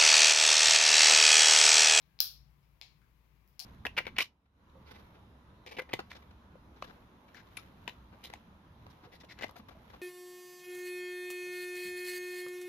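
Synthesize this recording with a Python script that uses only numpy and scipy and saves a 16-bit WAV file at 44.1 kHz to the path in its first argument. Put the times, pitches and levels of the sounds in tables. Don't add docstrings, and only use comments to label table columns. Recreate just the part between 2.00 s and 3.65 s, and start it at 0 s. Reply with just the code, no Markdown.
import sys
import numpy as np
from scipy import signal
from scipy.fft import rfft, irfft
from scipy.io import wavfile
from scipy.ndimage import uniform_filter1d

SR = 44100
rng = np.random.default_rng(int(sys.argv[2]) if len(sys.argv) > 2 else 0)


def invert_db(level):
    return 10 ** (np.asarray(level, dtype=float) / 20)


def file_out(sig):
    cols = np.atleast_2d(sig).T
    lim = np.clip(cols, -1, 1)
    pcm = np.round(lim * 32767).astype(np.int16)
    wavfile.write(sys.argv[1], SR, pcm)


N = 72765

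# (time [s], peak level [dB], treble [dB], low treble [dB], bass [dB])
NAIL_SLIPS = [(0.0181, -55.5, -14, 13.5, 14.5), (0.1898, -33.5, -15, 9.5, 15.5), (.2036, -15, 7, -19, -6.5),
              (.2038, -9, 0.5, 0.5, -10), (.2040, -13.5, 1.5, 1, -2), (0.205, -18.5, 5.5, 7.5, 0.5),
              (.630, -62, -12, 4.5, 0), (.8137, -31, -16.5, 10, 16), (1.018, -74, -12, 0, 28),
              (1.477, -59.5, 4, 2.5, -1.5), (1.530, -59, -12, -1.5, 0), (1.581, -56.5, -5, 4, 2.5),
              (1.594, -26.5, -6, -2, 4), (1.5950, -30.5, -4, 0.5, 2), (1.5987, -30.5, -1.5, -1, 3.5),
              (1.6008, -27, -3.5, -2, 3)]
# (pitch [Hz], width [Hz], left level [dB], right level [dB])
CAN_RINGS = [(735, 160, -36.5, -49.5), (1600, 500, -30.5, -42), (2300, 430, -24.5, -36),
             (3330, 580, -10.5, -26.5), (4130, 550, -6.5, -21), (5200, 610, 1.5, -18),
             (6000, 1200, -16, -32), (10330, 740, -20, -13.5), (12300, 1400, -19.5, -3),
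             (13700, 1100, -15, -3), (15300, 1500, -19.5, -10)]
# (time [s], pitch [Hz], width [Hz], level [dB], left over right [dB])
EXTRA_RINGS = [(.0185, 5000, 300, -66, 12.5), (.2037, 1600, 295, -42, 13), (.2037, 1050, 404, -47, 13),
               (.2038, 5000, 1500, -15, 17), (.2042, 12300, 505, -20.5, -13.5),
               (.2044, 15400, 700, -27.5, -11.5), (.630, 5000, 297.3, -65, 13.5),
               (.8136, 522.5, 200.5, -59, 14.5), (.8136, 6630, 890, -48, 18),
               (.8136, 11000, 1200, -50.5, -8), (1.018, 1500, 250, -59, 15),
               (1.477, 14550, 1300, -47.5, -5), (1.5944, 9740, 900, -38.5, -19),
               (1.5999, 4320, 250, -37, 10), (1.6002, 2360, 297, -48, 13.5), (1.606, 4640, 300, -37.5, 13),
               (1.612, 758, 71, -56, 15.5)]
# (start [s], end [s], pitch [Hz], width [Hz], level [dB])
SKIN_RUB = (.05, .2, 1620, 120, -83)
# (pitch [Hz], time to fall 60 dB [s], left level [dB], right level [dB])
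ROOM_TAIL = [(600, .3, -19, -13), (1500, .3, -20.5, -15.5), (3000, .32, -21, -15.5),
             (5000, .33, -22.5, -18), (7506, .28, -22, -15), (13000, .25, -19, -22.5)]
# (delay [s], level [dB])
WALL_ECHOES = [(.0070, -13.5), (.0085, -17), (.0150, -18.5), (0.0222, -20)]
# (time [s], level [dB])
MOTOR_LOAD = [(0.0, -72), (0.064, -71.5), (0.096, -81), (0.426, -56.5), (0.578, -64), (0.61, -73),
              (0.738, -62.5), (0.78, -76.5), (0.822, -67), (1.506, -71.5), (1.63, -67.5), (1.65, -90)]
# (pitch [Hz], width [Hz], level [dB])
MOTOR_DRONES = [(80.46, 61, -77), (115, 25, -79), (144, 22, -74), (180, 31, -81), (40, 30, -82)]
# (pitch [Hz], level per Hz [dB])
HISS_COLOUR = [(200, 2), (450, -5), (1400, -10.5), (3200, -14.5), (5500, -19), (8500, -22.5),
               (12500, -15.5), (16000, -18.5)]
# (pitch [Hz], left over right [dB])
HISS_SIDE = [(200, 7), (700, 6.5), (2400, 11.5), (4400, 8.5), (8100, 2.5), (15000, 1.5)]
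# (pitch [Hz], likeness [0 to 1])
HISS_LIKENESS = [(100, .85), (300, 0.79), (650, .2), (1400, 0.01)]
# (pitch [Hz], width [Hz], level [dB])
HISS_BUMPS = [(1050, 200, 5.5), (2260, 500, 4)]

PATHS = 3


def ring(x, hz, width_hz):
    radius = np.exp(-np.pi * width_hz / SR)
    turn = 2 * np.pi * min(hz, 20000) / SR
    feed = [np.sin(turn), 0, -np.sin(turn)]
    memory = [1, -2 * radius * np.cos(turn), radius * radius]
    return signal.lfilter(feed, memory, x + 1e-18) / (2 * np.sin(turn))


def tab():
    bass_top_hz, middle_top_hz, treble_foot_hz = 2800, 4700, 8000
    spread_db = 2.39
    s, db, treble_db, middle_db, bass_db = np.transpose(NAIL_SLIPS)
    luck = rng.standard_normal((len(s), len(CAN_RINGS)))
    path = np.arange(len(s)) % PATHS
    out = np.zeros((PATHS, 2, N))
    for k, (hz, width_hz, left_db, right_db) in enumerate(CAN_RINGS):
        if hz < bass_top_hz:
            tilt_db = bass_db
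        elif hz < middle_top_hz:
            tilt_db = middle_db
        elif hz > treble_foot_hz:
            tilt_db = treble_db
        else:
            tilt_db = 0
        strength = invert_db(db + tilt_db + spread_db * luck[:, k])
        clicks = np.zeros((PATHS, 1, N))
        clicks[path, 0, (s * SR).astype(int)] = strength * (-1) ** k
        out += ring(clicks, hz, width_hz) * invert_db(np.array([[left_db], [right_db]]))
    return signal.sosfilt(signal.butter(2, 598.8, "high", fs=SR, output="sos"), out)


def accents():
    out = np.zeros((PATHS, 2, N))
    for k, (s, hz, width_hz, db, pan_db) in enumerate(EXTRA_RINGS):
        click = np.zeros(N)
        click[int(s * SR)] = invert_db(db)
        out[k % PATHS] += ring(click, hz, width_hz) * invert_db(np.array([[.5], [-.5]]) * pan_db)
    return out


def at_hz(points, hz, axis=1):
    p = np.array(points)
    return np.interp(np.log(hz), np.log(p[:, 0]), p[:, axis])


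def room(x):
    tail_start_s, tail_rise_s = .002, 0.00611
    t = np.arange(SR // 2) / SR
    swell = np.clip((t - tail_start_s) / tail_rise_s, 0, 1)
    answer = np.zeros((PATHS, 2, len(t)))
    edges = 300 * 2 ** np.arange(0, 6.1, .5)
    white = rng.standard_normal((2, PATHS, 2, len(t)))
    for k, (low, high) in enumerate(zip(edges, edges[1:])):
        hz = np.sqrt(low * high)
        band = signal.butter(2, [low, high], "band", fs=SR, output="sos")
        noise = signal.sosfilt(band, white[k % 2])
        sides_db = np.array([[at_hz(ROOM_TAIL, hz, axis=2)], [at_hz(ROOM_TAIL, hz, axis=3)]])
        fade = invert_db(-60 * t / at_hz(ROOM_TAIL, hz))
        answer += noise * invert_db(sides_db - 9) * swell * fade
    for delay, db in WALL_ECHOES:
        i = int(delay * SR)
        burst = rng.standard_normal((PATHS, 2, 30)) * np.exp(-np.arange(30) / 8)
        answer[..., i:i + 30] += invert_db(db - 6) * burst
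    return signal.fftconvolve(x, answer, axes=2)[..., :N].sum(axis=0)


def pair(alike, pan_db, size):
    mid, side = rfft(rng.standard_normal((2, size)))
    alike = np.clip(alike, 0, .99)
    sign = np.array([[1], [-1]])
    both = np.sqrt(1 + alike) * mid + sign * np.sqrt(1 - alike) * side
    return both * invert_db(sign * pan_db / 2)


LOW_PAN_DB, LOW_ALIKE = 6.5, .7


def narrow(c_hz, width_hz):
    hz = np.fft.rfftfreq(N, 1 / SR)
    peak = 1 + ((hz - c_hz) / (width_hz / 2)) ** 2
    out = irfft(pair(LOW_ALIKE, LOW_PAN_DB, N) / peak, N)
    return out / np.std(out.mean(axis=0))


def squeak():
    start, end, hz, width_hz, db = SKIN_RUB
    share = np.clip((np.arange(N) / SR - start) / (end - start), 0, 1)
    return invert_db(db) * np.sin(np.pi * share) * narrow(hz, width_hz)


def rumble():
    motor_hz, motor_width_hz = 56.4, 6.4
    tone_share, drone_follows = .75, 0.23
    t = np.arange(N) / SR
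    sides = invert_db(np.array([[.4], [-.6]]) * LOW_PAN_DB)
    tone = 1.6 * np.sin(2 * np.pi * motor_hz * t) * sides
    wavering = narrow(motor_hz, motor_width_hz)
    motor = np.sqrt(tone_share) * tone + np.sqrt(1 - tone_share) * wavering
    load_db = np.interp(t, *np.transpose(MOTOR_LOAD))
    drones = sum(invert_db(db) * narrow(hz, width_hz) for hz, width_hz, db in MOTOR_DRONES)
    drone_load_db = drone_follows * (load_db - load_db.mean())
    return invert_db(load_db) * motor + invert_db(drone_load_db) * drones


def hiss():
    hz = np.fft.rfftfreq(N, 1 / SR) + 1
    humps_db = sum(db * np.exp(-((hz - c_hz) / w_hz) ** 2) for c_hz, w_hz, db in HISS_BUMPS)
    low_cut = np.sqrt(1 + (170 / hz) ** 8)
    shape = invert_db(at_hz(HISS_COLOUR, hz) + humps_db) / low_cut
    noise = pair(at_hz(HISS_LIKENESS, hz), at_hz(HISS_SIDE, hz), N)
    out = irfft(noise * shape, N)
    return invert_db(-76.5) * out / np.std(out.mean(axis=0))


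def scene():
    shaded_below_db, shade_db = -46, -5.5
    snaps = tab() + accents()
    loudness = uniform_filter1d(np.abs(snaps).sum(axis=(0, 1)), size=200)
    in_view = loudness > invert_db(shaded_below_db - 10)
    direct = snaps.sum(axis=0) * np.where(in_view, 1, invert_db(shade_db))
    return direct + room(snaps) + squeak() + rumble() + hiss()


def roll_off(x):
    return signal.sosfilt(signal.butter(12, 16620, fs=SR, output="sos"), x)


def record(dry):
    low_hz, top_hz = 28, 16800
    dip_hz, dip_sharpness, dip_share = 8680, 3.0, .45
    mix = signal.sosfilt(signal.butter(2, low_hz, "high", fs=SR, output="sos"), dry)
    mix = mix - dip_share * signal.lfilter(*signal.iirpeak(dip_hz, dip_sharpness, fs=SR), mix)
    mix = signal.sosfilt(signal.cheby2(12, 50, top_hz, fs=SR, output="sos"), mix)
    return roll_off(mix)


dry = scene()
out = record(dry)
file_out(out)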